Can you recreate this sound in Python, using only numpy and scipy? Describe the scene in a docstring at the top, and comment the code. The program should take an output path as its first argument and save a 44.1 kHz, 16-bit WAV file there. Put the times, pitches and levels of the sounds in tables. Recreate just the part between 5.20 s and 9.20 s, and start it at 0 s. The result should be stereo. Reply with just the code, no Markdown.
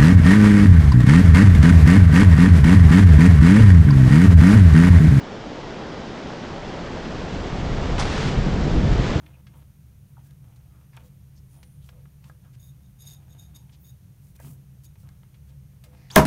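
"""Open, choppy sea heard from a boat while a breaching whale falls back into the water.
Waves wash and foam swells as filtered noise made grainy by drops; louder bursts of such noise
form a sharp splash and a short shower of spray. A gust builds through the second half: low noise
rumbles, flutters and booms in surges, and single pressure pulses buffet the microphone."""
import sys
import numpy as np
from scipy import signal
from scipy.fft import rfft, irfft
from scipy.io import wavfile

SR = 44100
rng = np.random.default_rng(int(sys.argv[2]) if len(sys.argv) > 2 else 0)


def log_audio(samples):
    """Write samples as a 16-bit WAV file to the path given in sys.argv[1]."""
    # one column per channel
    frames = np.atleast_2d(samples).T
    # limit to full scale, then quantise
    limited = np.clip(frames, -1, 1)
    pcm = np.round(limited * 32767).astype(np.int16)
    wavfile.write(sys.argv[1], SR, pcm)


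N = 176400  # samples

# Relative spectrum of the waves' wash: (frequency [Hz], density [dB per Hz])
SEA_SPECTRUM = [(25, -8.5), (60, -7), (110, -6), (165, -2), (225, -2), (320, -2.5), (520, -5.5), (720, -8),
                (1000, -12), (1700, -17.5), (2500, -21.5), (3200, -21), (4200, -25), (5300, -27.5),
                (7000, -34), (10000, -58)]
# Relative spectrum of churning foam: (frequency [Hz], density [dB per Hz])
FOAM_SPECTRUM = [(100, -10.5), (400, 5.5), (900, -2), (1400, -4.5), (1900, -4.5), (2600, -8.5),
                 (3500, -8.5), (4300, -12), (5500, -16.5), (7500, -19), (10000, -49.5)]
# Swelling of the foam: (time [s], level [dB])
FOAM_LEVEL = [(0, -54.5), (1.2, -49), (1.9, -43), (2.2, -39.5), (2.45, -39.5), (2.75, -35), (3.06, -32.5),
              (3.3, -36), (3.45, -35.8), (3.62, -36.5), (3.83, -32.5), (3.89, -30.5), (3.93, -32), (4, -33)]
# Relative spectrum of falling water, before tilt: (frequency [Hz], density [dB per Hz])
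SPLASH_SPECTRUM = [(200, -10), (550, -1), (800, 8.5), (1400, 3), (2200, 0), (3500, -2), (5500, -8),
                   (7500, -17.5), (10000, -30.5)]
# Stages of the splash: (start [s], attack [s], hold [s], release [s], level [dB],
# spectral tilt [dB per octave], left over right [dB])
SPLASH_STAGES = [(2.781, .001, 0.0024, .003, -28.5, 3, -1), (2.784, .004, 0.038, 0.043, -28, -3.5, -2),
                 (2.787, 0.0068, .013, .019, -31.5, 8.5, 0), (2.82, 0.0039, 0.039, 0.054, -39, 4, -5),
                 (2.859, .05, .17, 0.041, -34, 1.5, -2)]
# Strength of the gust, as the level of its rumble: (time [s], level [dB])
RUMBLE_LEVEL = [(0, -60), (.3, -48), (.9, -48.5), (1.5, -41.5), (1.95, -35), (2.2, -31.5), (2.32, -28.5),
                (2.5, -25), (2.8, -24), (2.95, -26.5), (3.18, -22.5), (3.32, -24.5), (3.48, -22),
                (3.62, -24.5), (3.75, -22.5), (3.8, -20.5), (3.85, -26), (4, -34)]
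# Flutter of small eddies: (time [s], level [dB])
FLUTTER_LEVEL = [(0, -54.5), (1.3, -43.5), (2.1, -35.5), (2.7, -34), (3.0, -36), (3.1, -28), (3.5, -25),
                 (3.87, -25), (4, -25)]
# Relative spectrum of large eddies: (frequency [Hz], density [dB per Hz])
RUMBLE_SPECTRUM = [(10, -15.5), (28, 2.5), (60, -3), (78, -4), (98, -7), (135, -8), (180, -12), (350, -26),
                   (900, -44.5), (3000, -83)]
# Relative spectrum of small eddies: (frequency [Hz], density [dB per Hz])
FLUTTER_SPECTRUM = [(50, -12.5), (95, -2.5), (128, -0.5), (172, 0.5), (260, -6), (450, -17), (1000, -41.5),
                    (3000, -76)]
# Booming surges of the gust: (centre time [s], Gaussian spread [s], level [dB], centre frequency [Hz])
SURGES = [(3.051, 0.037, -25.5, 146), (3.174, .02, -24.5, 130), (3.287, 0.028, -22.5, 159),
          (3.36, 0.023, -23.5, 180), (3.456, 0.037, -25.5, 69), (3.477, 0.022, -26.5, 302),
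          (3.561, 0.018, -25, 280), (3.678, 0.029, -16.5, 124), (3.71, 0.018, -18, 45),
          (3.761, .012, -13.5, 50), (3.808, 0.019, -18.5, 139)]
# Single buffets: (centre time [s], half length of the core [s], peak level [dB])
BUFFETS = [(3.182, .0054, -12.5), (3.346, .0022, -16.5), (3.464, 0.0049, -21), (3.538, 0.0024, -14),
           (3.587, 0.0045, -8), (3.683, .0022, -11), (3.962, 0.0029, -8.5)]
# Likeness of the two microphone ports for open water: (frequency [Hz], correlation [0-1])
WATER_LIKENESS = [(60, 0.5), (250, 0.53), (900, 0.53), (2000, 0.75), (2700, 0.32), (3600, 0.5),
                  (5200, 0.86), (7000, 0), (10000, 0)]
# Phase by which the left port trails the right for open water: (frequency [Hz], phase [rad])
PORT_LAG = [(500, 0), (1290, 0.45), (2240, -0.3), (2760, 0.27), (3790, 1.42), (4800, 0.83), (6200, 0.97),
            (7900, 2.5)]

SEA_START_DB, SEA_RISE_DB_PER_S = -34.5, 1.24
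SEA_PAN_DB, FOAM_PAN_DB = 3, 5  # left over right
DROPS_PER_S, DROP_DECAY_S = 3000, 0.00047  # decay time of a drop's energy
DROP_SPREAD_DB = 3.5  # mean of the exponential spread of drop sizes, before its cap
SEA_DROP_SHARE, FOAM_DROP_SHARE, SPLASH_DROP_SHARE = 0.19, 0.47, 0.46  # share of power, 0-1
SPLASH_LIKENESS, WIND_LIKENESS = 0.84, 0.28  # correlation of the ports, 0-1
SURGE_SLOPE_DB = 15  # fall per octave either side of a surge's centre
TOP_HZ = 10100


def undb(db):
    """Amplitude gain is ten to the power of the level in decibels over twenty."""
    return 10 ** (np.asarray(db) / 20)


def times():
    """Sampling divides time into equal steps, given here in seconds."""
    return np.arange(N) / SR


def curve(rows):
    """Linear interpolation in time joins (time, value) rows."""
    return np.interp(times(), *np.array(rows).T)


def bins():
    """The discrete spectrum has evenly spaced frequencies; zero is raised to 1 Hz for logarithms."""
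    return np.maximum(np.arange(N // 2 + 1) * SR / N, 1)


def over_pitch(rows):
    """Linear interpolation over log frequency joins (frequency, value) rows."""
    hz, value = np.array(rows).T
    return np.interp(np.log(bins()), np.log(hz), value)


def walk(rate):
    """Random fluctuation: straight lines join `rate` random knots per second, with a spread near 1."""
    knots = rng.standard_normal(1024)
    # 1.2 offsets the spread lost between knots
    return 1.2 * np.interp(times() * rate, np.arange(len(knots)), knots)


def ports(pair, spectrum, likeness, pan_db, lag=0, tilt_db=0):
    """Partial coherence: sum and difference of two filtered noises give partly alike ports."""
    likeness = np.clip(likeness, 0, 1)
    gain = undb(over_pitch(spectrum) + tilt_db * np.log2(bins()))
    mid, side = rfft(pair) * gain
    mid = mid * np.sqrt(1 + likeness)
    side = side * np.sqrt(1 - likeness)
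    left = (mid + side) * np.exp(-1j * lag)
    right = mid - side
    stereo = irfft(np.array([left, right]), N)
    stereo = stereo * undb(np.array([[pan_db], [-pan_db]]) / 2)
    return stereo / np.std(stereo.mean(axis=0))  # unit spread of the mono sum's half


def drops(share):
    """Shot noise: brief decaying drops of uneven size share the power with a smooth hiss."""
    sizes = undb(DROP_SPREAD_DB * np.minimum(rng.exponential(size=N), 5))
    hits = (rng.random(N) < DROPS_PER_S / SR) * sizes ** 2
    decay = np.exp(-1 / (DROP_DECAY_S * SR))
    energy = signal.lfilter([1], [1, -decay], hits)
    share = np.clip(share, 0, 1)
    power = 1 - share + share * energy / energy.mean()
    return np.sqrt(power) * rng.standard_normal((2, N))


def water(spectrum, pan_db, share):
    """An extended source: coherence and phase between the ports vary with frequency."""
    return ports(drops(share), spectrum, over_pitch(WATER_LIKENESS), pan_db, over_pitch(PORT_LAG))


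def sea():
    """Superposition of many waves makes a broad noise, heaving a little and slowly growing."""
    db = SEA_START_DB + SEA_RISE_DB_PER_S * times()
    db = db + 0.092 * walk(1.9) + 0.11 * walk(25.14)
    return water(SEA_SPECTRUM, SEA_PAN_DB, SEA_DROP_SHARE) * undb(db)


def foam():
    """White water is shot noise with a large share of drops, so it churns and fizzes."""
    db = curve(FOAM_LEVEL) + 0.4 * walk(21.98)
    return water(FOAM_SPECTRUM, FOAM_PAN_DB, FOAM_DROP_SHARE) * undb(db)


def wind():
    """Turbulence: large eddies rumble unlike at the two ports, small ones flutter alike at both."""
    rumble = ports(rng.standard_normal((2, N)), RUMBLE_SPECTRUM, WIND_LIKENESS, pan_db=-0.8)
    flutter = ports(rng.standard_normal((2, N)), FLUTTER_SPECTRUM, likeness=1.0, pan_db=1.5)
    rumble_db = curve(RUMBLE_LEVEL) + 0.74 * walk(16)
    flutter_db = curve(FLUTTER_LEVEL) + 0.81 * walk(14)
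    return rumble * undb(rumble_db) + flutter * undb(flutter_db)


def surges():
    """Eddy size sets pitch: short Gaussian surges of noise each boom about one centre frequency."""
    t, out = times(), 0
    for when, spread, db, hz in SURGES:
        spectrum = [(hz * 2. ** octave, -SURGE_SLOPE_DB * abs(octave)) for octave in range(-6, 7)]
        boom = ports(rng.standard_normal((2, N)), spectrum, likeness=1.0, pan_db=0)
        shape = np.exp(-((t - when) / spread) ** 2 / 2)
        out = out + boom * undb(db) * shape
    return out


def buffets():
    """Vortex pressure: a strong eddy's low-pressure core, with raised flanks, passes both ports alike."""
    t, out = times(), 0
    for when, half_length, db in BUFFETS:
        u = (t - when) / half_length
        out = out - undb(db) * (1 - u ** 2) * np.exp(-u ** 2 / 2)
    return out


def splashes():
    """Impact and spray: bursts of drop noise, without lag between ports, rise, hold and decay."""
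    t, out = times(), 0
    for start, attack, hold, release, db, tilt_db, pan_db in SPLASH_STAGES:
        rise = np.clip((t - start) / attack, 0, 1)
        fall = np.exp(-np.maximum(t - start - attack - hold, 0) / release)
        noise = drops(SPLASH_DROP_SHARE)
        spray = ports(noise, SPLASH_SPECTRUM, SPLASH_LIKENESS, pan_db, tilt_db=tilt_db)
        out = out + rise * fall * undb(db + 0.78 * walk(120)) * spray
    return out


def scene():
    """Linear superposition: the pressures of water and wind add."""
    return sea() + foam() + wind() + surges() + buffets() + splashes()


def record(dry):
    """Band limitation: a steep elliptic low-pass filter cuts the top."""
    low_pass = signal.ellip(10, .2, 80, TOP_HZ, fs=SR, output="sos")  # order, ripple dB, rejection dB
    return signal.sosfilt(low_pass, dry)


dry = scene()
out = record(dry)
log_audio(out)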